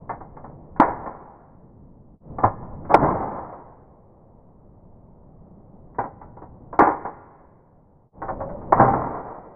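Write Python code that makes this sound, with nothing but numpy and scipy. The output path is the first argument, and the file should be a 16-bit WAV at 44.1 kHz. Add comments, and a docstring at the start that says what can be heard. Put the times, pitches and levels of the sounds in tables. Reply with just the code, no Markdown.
"""A tin index typewriter is worked slowly in a quiet room; everything sounds deep and dull, as if slowed down.
Twice its type wheel is driven against the paper, bounces and shakes loose parts; twice it falls back to rest.
Light lever and pawl clicks lead up to each clack. Each contact is a damped burst of tin modes and noise,
which rings on through modal and diffuse responses; coloured noise gives rattle, handling and room.
A groaning pivot and a thin spring are tones; the hardest clacks overload the recorder."""
import sys
import numpy as np
from scipy import signal
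from scipy.fft import rfft, irfft
from scipy.io import wavfile

SR = 44100
rng = np.random.default_rng(int(sys.argv[2]) if len(sys.argv) > 2 else 0)


def digitize_waveform(pressure):
    """Quantize a signal to 16-bit integers and store it at the path in sys.argv[1].

    Rows of a 2-D input are taken as channels; values are limited to [-1, 1].
    """
    field = np.atleast_2d(pressure).T
    bounded = np.clip(field, -1, 1)
    quanta = np.round(bounded * 32767).astype(np.int16)
    wavfile.write(sys.argv[1], SR, quanta)


N = 421155

# modes of the sheet metal: f/Hz, struck level/dB, lingering level/dB, lingering t60/s
TIN_MODES = [(115, -6, -8.5, 0.99), (287, -10, -12, 0.77), (315.2, -4, -14.5, 0.67), (466, -6.5, -21, .7),
             (553.7, -2, -20.5, 0.67), (624, -6.5, -18.5, 0.42), (670.4, -3, -15.5, 0.43),
             (731, -1.5, -18.5, 1.3), (798.7, -2.5, -12.5, 0.62), (800, 1, -15.5, 0.6),
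             (865.6, 0.5, -12.5, 2.1), (959, 0, -23.5, 0.71), (986.4, -1.5, -18, 1.3),
             (1074, 0.5, -15.5, 1.6), (1191, -1, -20.5, .8), (1311, -2, -20, 1.2), (1382, 1.5, -22, 0.88),
             (1417.6, 0.5, -23.5, .6), (1530, 0, -17, 1.3), (1680, 0.5, -17.5, 1.5), (1625, -6, -22, .7),
             (1772, -1.5, -19, 1.1), (1820, -3, -12, 0.98), (1883, -6.5, -13.5, 1.3), (2024, 1, -7.5, 1.5),
             (2116, -4.5, -12, 1.1), (2266, -3, -17.5, .7), (2175, -2, -10.5, 1), (2550, 6, -20.5, .8)]
# wheel hits paper, lever meets its stop and bounces: t/s, peak/dB, bass/dB, treble/dB,
# stop delay/s, stop peak/dB, bounce delay/s, bounce peak/dB, spring level/dB, rattle level/dB
PRINTS = [(2.939, 4.5, -2, -4.5, 0.087, -8, .161, -15, 2, -20.5),
          (8.7215, 0.38, -8, -3.5, .074, -1.5, .209, -10, 20, -19)]
# wheel falls back to rest: t/s, peak/dB, bass/dB, latch peak/dB, rebound peak/dB, rattle level/dB
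FALLS = [(0.798, -.5, -2, -20, -21.5, -33.5), (6.789, 1, 2.5, -9, -18.5, -40.5)]


def from_db(db):
    """Decibels to gain."""
    return 10 ** (np.asarray(db) / 20)


def rms_one(x):
    """Scale to unit rms."""
    return x / np.sqrt(np.mean(x ** 2) + 1e-20)


def dying(t, t60):
    """Exponential decay that has lost 60 dB at t60."""
    return np.exp(-np.log(1000) * t / t60)


def through(x, response):
    """Pass a sound through an impulse response."""
    return signal.oaconvolve(x, response)[:len(x)]


def response_of(spectrum, size=4096):
    """Causal (minimum-phase) impulse response with the given colour, via the folded cepstrum."""
    hz, db = np.transpose(spectrum)
    grid_hz = np.maximum(np.fft.rfftfreq(size, 1 / SR), 1)
    magnitude = from_db(np.interp(np.log(grid_hz), np.log(hz), db))
    cepstrum = irfft(np.log(magnitude))
    cepstrum[1:size // 2] *= 2
    cepstrum[size // 2 + 1:] = 0
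    return irfft(np.exp(rfft(cepstrum)))[:size // 2]


def noise(spectrum):
    """Coloured noise, rms 1."""
    return rms_one(through(rng.standard_normal(N), response_of(spectrum)))


def modal_response(modes):
    """Decaying sines; each mode's dB is its gain at resonance."""
    t = np.arange(2 * SR) / SR
    response = np.zeros(len(t))
    for hz, db, t60 in modes:
        per_sample = 2 * np.log(1000) / (t60 * SR)   # makes the resonant gain independent of t60
        response += from_db(db) * per_sample * dying(t, t60) * np.sin(2 * np.pi * hz * t)
    return response


def shelved(x, bass_db, treble_db, bass_hz=420, treble_hz=1350):
    """Boost or cut bass and treble: two second-order shelves."""
    for db, hz, is_bass in ((bass_db, bass_hz, True), (treble_db, treble_hz, False)):
        g, w = from_db(db / 4), 2 * np.pi * hz
        upper = [1, np.sqrt(2) * w * g, (w * g) ** 2]
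        lower = [1, np.sqrt(2) * w / g, (w / g) ** 2]
        b, a = (upper, lower) if is_bass else (from_db(db) * np.array(lower), upper)
        x = signal.lfilter(*signal.bilinear(b, a, SR), x)
    return x


def clacks(frame, contacts, chatter_db, spread_db, detune):
    """Each contact sets off its own mix of tin modes plus metal chatter, quickly damped, via the frame."""
    t = np.arange(SR // 2) / SR
    hz, struck_db = np.transpose(TIN_MODES)[:2]
    out = np.zeros(N + len(t))
    for s, peak_db, bass_db, treble_db, rise_s, t60_s in contacts:
        strengths = from_db(struck_db + spread_db * rng.standard_normal(len(hz)))
        pitches_hz = hz * (1 + detune * rng.standard_normal(len(hz)))
        start_cycles = rng.random((len(hz), 1))
        swings = np.sin(2 * np.pi * (pitches_hz[:, None] * t + start_cycles))
        metal = strengths @ swings + from_db(chatter_db) * rng.standard_normal(len(t))
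        burst = metal * np.minimum(t / rise_s, 1) * dying(np.maximum(t - rise_s, 0), t60_s)
        blow = shelved(through(burst, frame), bass_db, treble_db)
        at = round(s * SR)
        out[at:at + len(t)] += from_db(peak_db) * blow / np.abs(blow).max()
    return out[:N]


def background():
    """Low rumble and soft rustle; both swell as the hands move on the machine, then die away."""
    # colour of the rumble: f/Hz, level/dB
    rumble_colour = [(22, 3.5), (42, -1.5), (75, 0), (170, 0.5), (300, -9), (500, -17), (1000, -43.5),
                     (2000, -76)]
    # colour of the rustle: f/Hz, level/dB
    rustle_colour = [(100, -13), (350, -1), (550, 1), (950, -4.5), (1250, -17), (1500, -28), (2000, -35),
                     (2500, -45.5), (2900, -55)]
    # hand movements: start t/s, decay-start t/s, full rise time/s, rumble level/dB, rustle level/dB
    hand_moves = [(0, 0.87, 0.016, -44, -52), (1.2, 2.11, 0.47, -48, -72.5), (2.2, 2.954, 0.14, -37, -47),
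                  (3, 6.75, 4.84, -42.5, -51.5), (8.108, 8.762, 0.19, -36.5, -41)]
    rumble_t60_s, rustle_t60_s = 2.3, 6.4
    rumble_gain, rustle_gain = from_db(-56), from_db(-67)   # room alone
    t = np.arange(N) / SR
    for start, end, swell, rumble_db, rustle_db in hand_moves:
        moving = np.clip((t - start) / swell, 0, 1)
        since = np.maximum(t - end, 0)
        # powers add
        rumble_gain = np.hypot(rumble_gain, from_db(rumble_db) * moving * dying(since, rumble_t60_s))
        rustle_gain = np.hypot(rustle_gain, from_db(rustle_db) * moving * dying(since, rustle_t60_s))
    return rumble_gain * noise(rumble_colour) + rustle_gain * noise(rustle_colour)


def lever_clicks():
    """The lever clicks in its play: one light contact each."""
    # clicks: t/s, peak/dB, treble/dB, rise/s
    clicks = [(.092, -17.5, 4.5, .002), (.205, -26, -9.5, 0.0026), (.365, -32, 0, 0.0019),
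              (.760, -31.5, 9, .0025), (2.621, -33.5, -7.5, .01), (2.844, -34, 4.5, 0.0077),
              (2.889, -10, -11, 0.027), (5.944, -44.5, 13, 0.0027), (6.211, -32, 0.5, 0.0039),
              (6.724, -23, -1, 0.006), (8.402, -23, -2.5, 0.0033), (8.487, -34.5, 5, .004),
              (8.612, -37, 0, 0.0032)]
    bass_db, t60_s = -3, 0.2
    return [(s, db, bass_db, treble_db, rise_s, t60_s) for s, db, treble_db, rise_s in clicks]


def ringing(blows):
    """The tin rings on in a few clear modes over a dense, diffuse tail."""
    tail_db, tail_t60_s = -19.5, 1.44
    t = np.arange(2 * SR) / SR
    clear = modal_response([(hz, db, t60) for hz, _, db, t60 in TIN_MODES])
    diffuse = rng.standard_normal(len(t)) * dying(t, tail_t60_s)
    tail = from_db(tail_db) * diffuse / np.linalg.norm(diffuse)
    return through(blows, tail + clear)


def pawl_clicks():
    """The pawl catches sharply, then seats with a slower, duller knock."""
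    # pawl moves: catch t/s, catch peak/dB, seat delay/s, seat peak/dB, bass/dB
    pawls = [(.438, -27.5, 0.052, -37, 2.5), (2.383, -17.5, .049, -3.5, -2.5),
             (5.983, -12.5, 0.051, -21, 0), (6.368, -32, .047, -30, 2.5), (8.217, -20, 0.062, -17, -6.5)]
    contacts = []
    for s, catch_db, after_s, seat_db, bass_db in pawls:
        # t/s, peak/dB, bass/dB, treble/dB, rise/s, t60/s
        contacts += [(s, catch_db, bass_db, -2.5, 0.0019, 0.2),
                     (s + after_s, seat_db, bass_db, -5, 0.008, 0.16)]
    return contacts


def falling_blows():
    """A bright hit on the rest, the carrier's shudder, the latch and one late rebound."""
    contacts = []
    for s, db, bass_db, latch_db, rebound_db, _ in FALLS:
        # t/s, peak/dB, bass/dB, treble/dB, rise/s, t60/s
        contacts += [(s, db, bass_db, 8, 0.00033, 0.13),
                     (s + 0.013, db - 4, bass_db, 5.5, 0.0036, 0.29),
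                     (s + 0.079, latch_db, -4.5, 0.5, 0.003, 0.24),
                     (s + 0.258, rebound_db, 2, 2.5, 0.007, 0.2)]
    return contacts


def thumps(rise_s=0.0014):
    """The base gives a low, damped swing at some blows and knocks, cut off after 0.5 s."""
    # swings of the base: t/s, f/Hz, level/dB, t60/s
    base_swings = [(0.7982, 294, 0.5, 0.037), (2.447, 105, -14.5, 0.16), (3.02, 140, -16, 0.16),
                   (5.989, 118.7, -31, 0.22), (6.796, 170.4, -28, 0.23), (8.802, 128.2, -23, 1)]
    t = np.arange(SR // 2) / SR
    out = np.zeros(N + len(t))
    for s, hz, level_db, t60_s in base_swings:
        swing = np.sin(2 * np.pi * hz * t) * (1 - np.exp(-t / rise_s)) * dying(t, t60_s)
        at = round(s * SR)
        out[at:at + len(t)] += from_db(level_db) * swing
    return out[:N]


def shaking():
    """Rattle and thud gains: quick rise after each print or fall, slow fade, faster stop; thud dies sooner."""
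    rise_s, lasts_s = 0.087, 0.6
    fade_db_per_s, stop_db_per_s = 37.5, 35   # the stop adds to the fade
    thud_db, thud_fade_db_per_s = -3, 17   # relative to the rattle
    rattle_gain = thud_gain = 0
    for s, *_, rattle_db in PRINTS + FALLS:
        age = np.maximum(np.arange(N) / SR - s, 0)
        fading = np.maximum(age - rise_s, 0)
        stopping = np.maximum(age - lasts_s, 0)
        level_db = rattle_db - fade_db_per_s * fading - stop_db_per_s * stopping
        gain = np.minimum(age / rise_s, 1) * from_db(level_db)
        rattle_gain = rattle_gain + gain
        thud_gain = thud_gain + gain * from_db(thud_db - thud_fade_db_per_s * fading)
    return rattle_gain, thud_gain


def rattle(frame, touches_per_s=400, touch_t60_s=0.11, spread_db=2, modal_db=3, modal_t60_s=0.27):
    """Loose parts keep touching at random and excite the tin, while the base shudders on the table."""
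    # colour of the base's thud: f/Hz, level/dB
    thud_colour = [(25, -12), (70, -9), (125, -7.5), (200, -8.5), (330, -6.5), (600, -28.5), (1500, -73.5)]
    touches = (rng.random(N) < touches_per_s / SR) * from_db(spread_db * rng.standard_normal(N))
    energy = through(touches ** 2, dying(np.arange(SR // 4) / SR, touch_t60_s) ** 2)
    chatter = np.sqrt(np.abs(energy)) * rng.standard_normal(N)
    tin = modal_response([(hz, struck_db + modal_db, modal_t60_s) for hz, struck_db, *_ in TIN_MODES])
    framed = through(chatter + through(chatter, tin), frame)
    shake = rms_one(shelved(framed, bass_db=-8, treble_db=-4))
    rattle_gain, thud_gain = shaking()
    return rattle_gain * shake + thud_gain * noise(thud_colour)


def level_dips():
    """Gain curve: the level dips briefly, as a bell shape in dB."""
    # dips: t/s, depth/dB, half width at 1/e of depth/s
    dips = [(2.189, -18, 0.024), (8.107, -19.5, 0.026)]
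    t = np.arange(N) / SR
    return from_db(sum(depth_db * np.exp(-((t - s) / width_s) ** 2) for s, depth_db, width_s in dips))


def printing_blows():
    """A hard blow on the paper, a heavy knock as the lever bottoms out, and a weaker bounce."""
    contacts = []
    for s, db, bass_db, treble_db, stop_after_s, stop_db, bounce_after_s, bounce_db, _, _ in PRINTS:
        # t/s, peak/dB, bass/dB, treble/dB, rise/s, t60/s
        contacts += [(s, db, bass_db, treble_db, 0.0019, 0.1),
                     (s + stop_after_s, stop_db, 2, -5.5, 0.0015, 0.26),
                     (s + bounce_after_s, bounce_db, 4, -4, 0.008, 0.16)]
    return contacts


def spring(t60_s=1.8):
    """The stretched return spring sings thinly long after each printing blow: decaying sines."""
    # tones of the spring: f/Hz, level/dB
    spring_tones = [(1916, -68), (2024, -72.5), (2148, -80.5), (2336, -81)]
    out = np.zeros(N)
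    for s, *_, spring_db, _ in PRINTS:
        age = np.maximum(np.arange(N) / SR - s, 0)
        for hz, db in spring_tones:
            out += from_db(spring_db + db) * dying(age, t60_s) * np.sin(2 * np.pi * hz * age)
    return out


def groan(waver_hz=22, split_hz=70, upper_db=-6):
    """Friction in the lever pivot sings in two close, unsteady tones that waver and sink overall."""
    # path of the lower tone: t/s, f/Hz, level of both tones/dB
    groan_path = [(8.26, 567, -46.5), (8.315, 557.4, -34.5), (8.381, 561.7, -41), (8.414, 549.7, -30.5),
                  (8.471, 553, -39.5), (8.526, 570, -31), (8.581, 533, -45), (8.69, 523, -49),
                  (8.717, 520, -29)]
    s, hz, db = np.transpose(groan_path)
    t = np.arange(N) / SR
    phase = 2 * np.pi * np.cumsum(np.interp(t, s, hz)) / SR
    unsteady = rng.standard_normal((2, N)) + 1j * rng.standard_normal((2, N))
    grip = signal.sosfilt(signal.butter(2, waver_hz, fs=SR, output="sos"), unsteady)
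    lower = grip[0] * np.exp(1j * phase)
    upper = from_db(upper_db) * grip[1] * np.exp(1j * (phase + 2 * np.pi * split_hz * t))
    gain = from_db(np.interp(t, s, db)) * (t >= s[0]) * (t <= s[-1] + 0.002)
    return gain * rms_one((lower + upper).real)


def scene():
    """The machine over the room's noise, with brief dips in level."""
    # colour of a blow on the frame: f/Hz, level/dB
    frame_colour = [(30, -16), (110, -12.5), (300, -0.5), (430, -1), (620, -2), (800, 1), (1050, 0),
                    (1180, -6), (1320, -9.5), (1480, -14), (1800, -19), (2200, -27), (2500, -40.5),
                    (2900, -54)]
    light_ring_db = -2   # light contacts set the tin ringing less
    frame = response_of(frame_colour)
    light = clacks(frame, lever_clicks() + pawl_clicks(), chatter_db=18, spread_db=3, detune=0.029)
    heavy = clacks(frame, printing_blows() + falling_blows(), chatter_db=20, spread_db=2.5, detune=0.02)
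    heavy = heavy + rattle(frame)
    lingering = ringing(heavy + from_db(light_ring_db) * light)
    machine = light + heavy + lingering + spring() + thumps() + groan()
    return ((machine + background()) * level_dips())[None]


def record(dry):
    """A narrow band goes in; only the clipped peaks and a trace of hiss reach above it."""
    bandwidth_hz, cutoff_hz = 2500, 16000
    overload, hiss_db = 1.0, -99
    dull = signal.sosfilt(signal.butter(16, bandwidth_hz, fs=SR, output="sos"), dry)
    clipped = np.clip(dull, -overload, overload)
    hissing = clipped + from_db(hiss_db) * rng.standard_normal(dry.shape)
    return signal.sosfilt(signal.cheby2(12, 70, cutoff_hz, fs=SR, output="sos"), hissing)


dry = scene()
out = record(dry)
digitize_waveform(out)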